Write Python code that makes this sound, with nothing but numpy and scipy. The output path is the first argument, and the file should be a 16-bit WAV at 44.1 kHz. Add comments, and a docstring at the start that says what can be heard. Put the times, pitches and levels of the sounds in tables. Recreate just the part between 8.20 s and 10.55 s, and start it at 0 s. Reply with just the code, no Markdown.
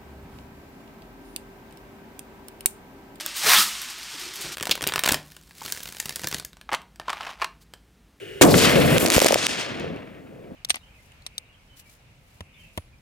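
"""A fuse hisses and hums in the cardboard of a firework tube in an open field; then the tube bursts close by.
The scattered charge burns off with a fluttering, turbulent roar and a hiss that dulls as it dies.
Grains crack in tiny shocks, sparks sizzle, and debris sets the microphone housing ringing.
A limiter ducks the level after each loud crack."""
import sys
import numpy as np
from scipy import signal
from scipy.fft import rfft, irfft
from scipy.io import wavfile
from scipy.ndimage import uniform_filter1d, minimum_filter1d

SR = 44100
rng = np.random.default_rng(int(sys.argv[2]) if len(sys.argv) > 2 else 0)


def inscribe(sig):
    """Save sig as 16-bit PCM at rate SR to the path in sys.argv[1].

    A 1-D sig is mono; a 2-D sig holds one channel per row.
    Samples are clipped to [-1, 1] before scaling.
    """
    pcm = np.round(np.clip(np.atleast_2d(sig).T, -1, 1) * 32767)
    wavfile.write(sys.argv[1], SR, pcm.astype(np.int16))


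N = 103635
T = np.arange(N) / SR
BLAST_S, SPLINTER_T60_S = 0.2116, 0.0062

# Spectrum of the tearing tube and the spit of gas. Each row: frequency in Hz, relative density in dB.
CRASH_SPECTRUM = [(300, -28), (900, 2.5), (2800, 5), (5000, -0.5), (8000, 2.5), (15500, -14.5)]


def from_db(db):
    """Amplitude grows tenfold for every 20 dB."""
    return 10 ** (np.asarray(db) / 20)


def rms_one(x):
    """Normalisation to unit mean power."""
    return x / np.sqrt(np.mean(x ** 2) + 1e-20)


def in_time(rows):
    """Linear interpolation in time: one curve for each column after the first."""
    times, *columns = np.transpose(rows)
    return [np.interp(T, times, column) for column in columns]


def at_hz(points, hz):
    """Interpolation on a logarithmic frequency axis."""
    frequencies, values = np.transpose(points)
    return np.interp(np.log(hz), np.log(frequencies), values)


def panned(db):
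    """Left and right gains for a level difference; positive favours the left."""
    return from_db(np.array([[.5], [-.5]]) * db)


def butter(x, hz, kind, order=2):
    """Causal Butterworth filter, maximally flat in its passband."""
    sections = signal.butter(order, np.minimum(hz, SR / 2 - 100), kind, fs=SR, output="sos")
    return signal.sosfilt(sections, x + 1e-18)


def drift(corner_hz):
    """Random fluctuation: low-passed Gaussian noise of unit rms."""
    hz = np.fft.rfftfreq(N, 1 / SR)
    return rms_one(irfft(rfft(rng.standard_normal(N)) / (1 + (hz / corner_hz) ** 2), N))


def dying(start, t60, hold=0):
    """Sudden onset, hold, then exponential decay of 60 dB in t60 seconds."""
    return (T >= start) * from_db(-60 * np.clip((T - start - hold) / t60, 0, 10))


def noise(spectrum, flutter_db=0, tilt_db=0):
    """Partly coherent stereo noise in third-octave bands, with one common flutter and a treble tilt."""
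    # Likeness of left and right. Each row: frequency in Hz, correlation.
    likeness = [(40, 0.32), (100, 1), (250, 0.61), (500, 0.82), (1000, 0.65), (2500, 0.93), (6000, 0.56),
                (14000, 0.68)]
    tilt_from_hz, flutter_hz, left_db = 2420, 45, 1.77
    edges = 22 * 2 ** (np.arange(30) / 3)
    white = rng.standard_normal((2, 2, N))
    plain = tilted = 0
    for k, (low, high) in enumerate(zip(edges, edges[1:])):
        hz = np.sqrt(low * high)
        if not spectrum[0][0] / 2 < hz < spectrum[-1][0] * 2:
            continue
        mid, side = butter(white[k % 2], [low, high], "band")
        alike = np.clip(at_hz(likeness, hz), -1, 1)
        stereo = np.sqrt(1 + alike) * mid + np.sqrt(1 - alike) * side * [[1], [-1]]
        band = from_db(at_hz(spectrum, hz)) * stereo
        plain += band
        tilted += band * from_db(tilt_db * max(np.log2(hz / tilt_from_hz), 0))
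    flutter = rms_one(from_db(flutter_db * drift(flutter_hz)))
    return tilted / np.std(plain) * flutter * panned(left_db)


def add(out, start, sound):
    """Superposition of a short sound at a start time in seconds."""
    i = int(np.clip(start * SR, 0, N - 1))
    out[:, i:i + sound.shape[1]] += sound[:, :N - i]


def blast():
    """Sudden pressure release: a hollow boom and the crash of the tearing tube saturate the microphone."""
    # The blast and a muffled after-burst.
    # Each row: start in seconds, boom gain in dB, crash gain in dB, crash cut-off in Hz.
    bursts = [(0.2125, 0, -1, 16000), (0.338, -31, -11, 2250)]
    # Spectrum of the boom. Each row: frequency in Hz, relative density in dB.
    boom_spectrum = [(30, -28), (100, -25.5), (230, 6), (450, 2), (650, -3.5), (950, -8.5), (2000, -32),
                     (6000, -51)]
    crash_delay_s, saturation = 0.0023, 0.54
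    boom = noise(boom_spectrum) * sum(from_db(db) * dying(start, t60=0.34) for start, db, _, _ in bursts)
    tearing = rms_one(from_db(3.9 * drift(248))) * noise(CRASH_SPECTRUM)
    crash = 0
    for start, _, db, cutoff_hz in bursts:
        envelope = from_db(db) * dying(start + crash_delay_s, t60=0.079, hold=0.0083)
        crash += envelope * butter(tearing, cutoff_hz, "low")
    return saturation * np.tanh((boom + crash) / saturation)


def flames():
    """Turbulent combustion radiates a deep rumble and a hollow roar under the grainy hiss of powder."""
    # Envelopes of the rumble and the roar. Each row: time in seconds, level in dB.
    rumble_levels = [(.21, -21.5), (.29, -17.5), (.35, -13), (.41, -18), (.5, -23), (.535, -16.5),
                     (.595, -14.5), (.635, -15.5), (.67, -18), (.72, -17), (.79, -21), (.83, -23.5),
                     (.88, -32), (1.15, -34.5), (1.42, -39.5), (1.58, -35.5), (1.67, -31.5), (1.78, -39),
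                     (1.9, -46), (2.35, -43)]
    roar_levels = [(.21, -46), (.32, -21.5), (.4, -26.5), (.51, -18), (.56, -22.5), (.63, -22.5),
                   (.7, -20.5), (.8, -28.5), (.9, -23), (1.05, -28.5), (1.2, -36), (1.35, -40),
                   (1.56, -36.5), (1.64, -38.5), (1.78, -40), (1.92, -51), (2.15, -51), (2.35, -49.5)]
    # Course of the hiss. Each row: time in seconds, level before tilt in dB, treble tilt in dB per octave.
    burn = [(.21, -17.5, 1), (.25, -42, .5), (.29, -29, 1.5), (.34, -34, 7), (.38, -20.5, 4.5),
            (.45, -15, -1.5), (.52, -19, -5), (.6, -21, -8.5), (.72, -22.5, -8.5), (.77, -18, -8.5),
            (.795, -24, -5), (.83, -24.5, -6), (.885, -33, -0.5), (.95, -23.5, 0.5), (1.03, -26.5, 0.5),
            (1.1, -26.5, 1), (1.16, -33, 2), (1.195, -25.5, 1.5), (1.25, -26.5, 2), (1.32, -28.5, 1),
            (1.37, -28.5, -2.5), (1.41, -27.5, -1), (1.5, -32.5, -7.5), (1.62, -36, -10), (1.76, -42, -17),
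            (1.92, -48.5, -22.5), (2.12, -55, -31), (2.35, -55.5, -23)]
    # Spectra of the three layers. Each row: frequency in Hz, relative density in dB.
    rumble_spectrum = [(25, -32), (60, -9.5), (100, -0.5), (150, 2.5), (240, 3), (330, -2), (500, 0),
                       (900, -42.5)]
    roar_spectrum = [(150, -22.5), (290, 4.5), (400, -8.5), (600, 1), (800, -13.5), (1200, -17.5),
                     (2500, -33)]
    hiss_spectrum = [(400, -4), (900, -1), (1500, 1), (2200, 2), (2900, 3), (3600, -1), (5000, -2),
                     (8000, -9), (11000, -22), (15500, -42.5)]
    rumble_db, = in_time(rumble_levels)
    roar_db, = in_time(roar_levels)
    hiss_db, tilt_db = in_time(burn)
    rumble = from_db(rumble_db) * noise(rumble_spectrum, flutter_db=1.5)
    roar = from_db(roar_db) * noise(roar_spectrum, flutter_db=1.5)
    graininess = rms_one(from_db(1.5 * drift(900)))
    hiss = from_db(hiss_db) * graininess * noise(hiss_spectrum, flutter_db=1.72, tilt_db=tilt_db)
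    return (T >= BLAST_S) * (rumble + roar + hiss)


def cracks():
    """Each bursting grain sends out an N-wave shock and splinters, and briefly rings the housing."""
    # Grains cracking close by. Each row: start in seconds, relative level in dB, left over right in dB.
    near_grains = [(0.7821, 7.5, -10), (0.8615, -1.5, -7), (0.8653, -4.5, 8), (.8762, -10, -11),
                   (.8848, -6, -3), (0.9021, 10.5, 4), (0.905, -14, -8.5), (0.9083, -1, -7.5),
                   (0.9146, -7, -1), (0.9198, -1.5, -2.5), (0.9249, -4, -1), (0.9303, -9, -2),
                   (0.9341, -8, 1), (0.9386, -1.5, -3.5), (0.9413, -5, -2.5), (0.9458, -1, 7),
                   (0.9503, -1, -5), (0.9538, -2.5, -5), (0.9623, -6.5, 2.5), (0.9646, 1.5, 3),
                   (0.9708, -8, -1), (0.9754, -13, 10), (0.9807, 0.5, 1), (.9849, -6, -11),
                   (0.9922, 4.5, -15), (1.0025, 7.5, 6), (1.0167, 0, -8.5), (1.027, -4, -1.5),
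                   (1.0374, -10, -4), (1.0453, 1, -9), (1.0626, -1, 7), (1.0656, 1, 0.5), (1.0685, 1, -8.5),
                   (1.0839, -4, 7.5), (1.0872, -1, -7.5), (1.123, -3, 3.5), (1.1433, 8.5, 0.5),
                   (1.2673, 10.5, -3), (1.599, -25, 3)]
    # Weaker grains swarm at random, their rate a Gaussian bell in time.
    peak_s, spread_s, peak_per_s, candidates = 0.98, 0.055, 400, 200
    share = peak_per_s * spread_s * np.sqrt(2 * np.pi) / candidates
    scatter = rng.standard_normal((candidates, 3))
    chosen = scatter[rng.random(candidates) < share]
    swarm = [(peak_s + spread_s * when, -16 + 2.5 * level, 2 * pan) for when, level, pan in chosen]
    shock_s, housing_hz, housing_t60_s = 0.00037, 1050, 0.006
    out, t = np.zeros((2, N)), T[:SR // 50]
    for start, db, pan_db in near_grains + swarm:
        width = shock_s * rng.uniform(.7, 1.2)
        n_wave = (t < width) * (1 - 2 * t / width)
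        shock = butter(n_wave, 3840, "high", order=1)
        splinter_noise = rng.standard_normal((2, len(t))) + rng.standard_normal(len(t))
        splinters = from_db(-17 - 60 * t / SPLINTER_T60_S) * splinter_noise
        ring_hz = housing_hz * rng.uniform(.7, 1.4)
        ring = from_db(-15 - 60 * t / housing_t60_s) * np.sin(2 * np.pi * ring_hz * t)
        add(out, start, from_db(db + 4) * panned(pan_db) * (shock + splinters + ring))
    return butter(butter(out, 576, "high", order=1), 10200, "low")


def knocks():
    """Impacts excite a damped resonance of the housing; soft ones are duller, heavy ones also thud."""
    # Debris strikes. Each row: start in seconds, knock gain in dB, ring frequency in Hz, thud level in dB.
    impacts = [(0.829, -7, 278, -36.5), (.8515, -6.5, 463, -38), (.966, -3.5, 207, -2),
               (.9803, 2, 520, -6.5), (1.0195, -3.5, 553, -35.5), (1.0454, -7, 470, -35),
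               (1.0575, -10, 570, -48), (1.0605, -4, 560, -36), (1.0682, -15, 565, -29),
               (1.108, -6, 594, -26.5), (1.1262, -9.5, 640, -35.5), (1.1295, -7.5, 553, -38),
               (1.1578, -7.5, 600, -29.5), (1.644, -20, 450, -45), (1.762, -20.5, 285, -60),
               (2.245, -34.5, 331, -55.5), (2.31, -35.5, 480, -53.5)]
    ring_t60_s, rise_s, thud_hz, thud_t60_s = 0.011, 0.00017, 85, 0.013
    out, t = np.zeros((2, N)), T[:SR // 10]
    for start, db, hz, thud_db in impacts:
        stereo_hz = hz * (1 + .04 * rng.standard_normal((2, 1)))
        envelope = from_db(-60 * t / ring_t60_s) * (1 - np.exp(-t / rise_s))
        ring = 2 * envelope * np.sin(2 * np.pi * stereo_hz * t)
        contact = butter(rng.standard_normal((2, len(t))), 4000, "low", order=1)
        tick = contact * from_db(-7 + db / 2 - 60 * t / SPLINTER_T60_S)
        thud = np.sin(2 * np.pi * thud_hz * t) * from_db(thud_db - 60 * t / thud_t60_s)
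        add(out, start, from_db(db) * butter(ring + tick, hz / 2, "high", order=1) + thud)
    return out


def sparks():
    """Amplitude-modulated noise: the fine sizzle of the spark shower and one narrow-band spit of gas."""
    # Envelope of the sizzle. Each row: time in seconds, level in dB.
    sizzle_levels = [(.21, -29), (.29, -34.5), (.38, -28), (.55, -34), (.7, -35.5), (.76, -32), (.84, -31),
                     (.89, -44), (.96, -26), (1.05, -36), (1.14, -39.5), (1.22, -54), (1.5, -88)]
    # Spectrum of the sizzle. Each row: frequency in Hz, relative density in dB.
    sizzle_spectrum = [(4000, -17), (7000, 1.5), (10000, 1), (13000, 0), (15500, -9.5)]
    spit_s, spit_half_width_s, spit_hz = 0.316, 0.011, 4570
    gas = rms_one(butter(noise(CRASH_SPECTRUM), [spit_hz / 1.09, spit_hz * 1.1], "band"))
    spit = from_db(-25.5) * gas * np.exp(-((T - spit_s) / spit_half_width_s) ** 2)
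    sizzle_db, = in_time(sizzle_levels)
    sizzle = (T >= BLAST_S) * from_db(sizzle_db) * noise(sizzle_spectrum, flutter_db=2.3)
    return sizzle + spit


def fuse():
    """Jet noise: the fuse hisses and, blowing across the tube, drives its resonance until the blast."""
    # Spectrum of the jet. Each row: frequency in Hz, relative density in dB.
    jet_spectrum = [(30, -25.5), (60, -15.5), (115, -7.5), (270, -21.5), (400, -4.5), (520, -11.5),
                    (700, -27.5), (1150, -37.5), (1500, -19), (2800, -19.5), (3600, -30.5), (5000, -34.5),
                    (15500, -42.5)]
    # Resonances of the jet and the tube. Each row: centre in Hz, bandwidth in Hz, level in dB.
    jet_resonances = [(2920, 160, -48.5), (8730, 1100, -64.5)]
    tube_resonance = (398, 55, -42)
    tones = 0
    for hz, width, db in [tube_resonance] + jet_resonances:
        band = butter(noise(jet_spectrum), [hz - width / 2, hz + width / 2], "band", order=1)
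        tones += from_db(db) * rms_one(band)
    hiss = from_db(-41.5) * noise(jet_spectrum)
    return (T < BLAST_S) * (hiss + tones)


def field_air():
    """Ambient noise of the open field: faint, steady and strongest in the bass."""
    # Spectrum of the air. Each row: frequency in Hz, relative density in dB.
    air_spectrum = [(30, 3), (100, 5.5), (500, -8.5), (1000, -18.5), (4000, -22), (15500, -27)]
    return from_db(-57) * noise(air_spectrum)


def ports(x):
    """Phase difference: the left microphone port leads the right; neither passes the deepest bass."""
    # Lead of the left port. Each row: frequency in Hz, phase in radians.
    phase_lead = [(30, 0.15), (120, 0.36), (280, 1.24), (850, 1.47), (1500, 1.12), (2800, 1.17),
                  (5000, 0.48), (11000, 0.44)]
    radians = at_hz(phase_lead, np.fft.rfftfreq(2 * N, 1 / SR) + 1)
    rotation = np.exp(.5j * radians * np.array([[1], [-1]]))
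    shifted = irfft(rfft(x, 2 * N) * rotation)[:, :N]
    return butter(shifted, 22, "high")


def scene():
    """Superposition of all sources at the two microphone ports."""
    return ports(fuse() + blast() + flames() + sparks() + field_air() + knocks() + cracks())


def record(dry):
    """Look-ahead limiting: the gain dips at peaks and soon recovers; a steep low-pass follows."""
    threshold_db, release_db_per_s, window_samples, cutoff_hz = 2, 421, 61, 16200
    peak_db = 20 * np.log10(np.abs(dry).max(axis=0) + 1e-9)
    over_db = np.maximum(peak_db - threshold_db, 0)
    release_db = release_db_per_s * T
    held_db = np.maximum.accumulate(over_db + release_db) - release_db
    gain_db = uniform_filter1d(minimum_filter1d(-held_db, window_samples), window_samples)
    low_pass = signal.ellip(10, .1, 70, cutoff_hz, fs=SR, output="sos")
    return signal.sosfilt(low_pass, dry * from_db(gain_db))


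dry = scene()
out = record(dry)
inscribe(out)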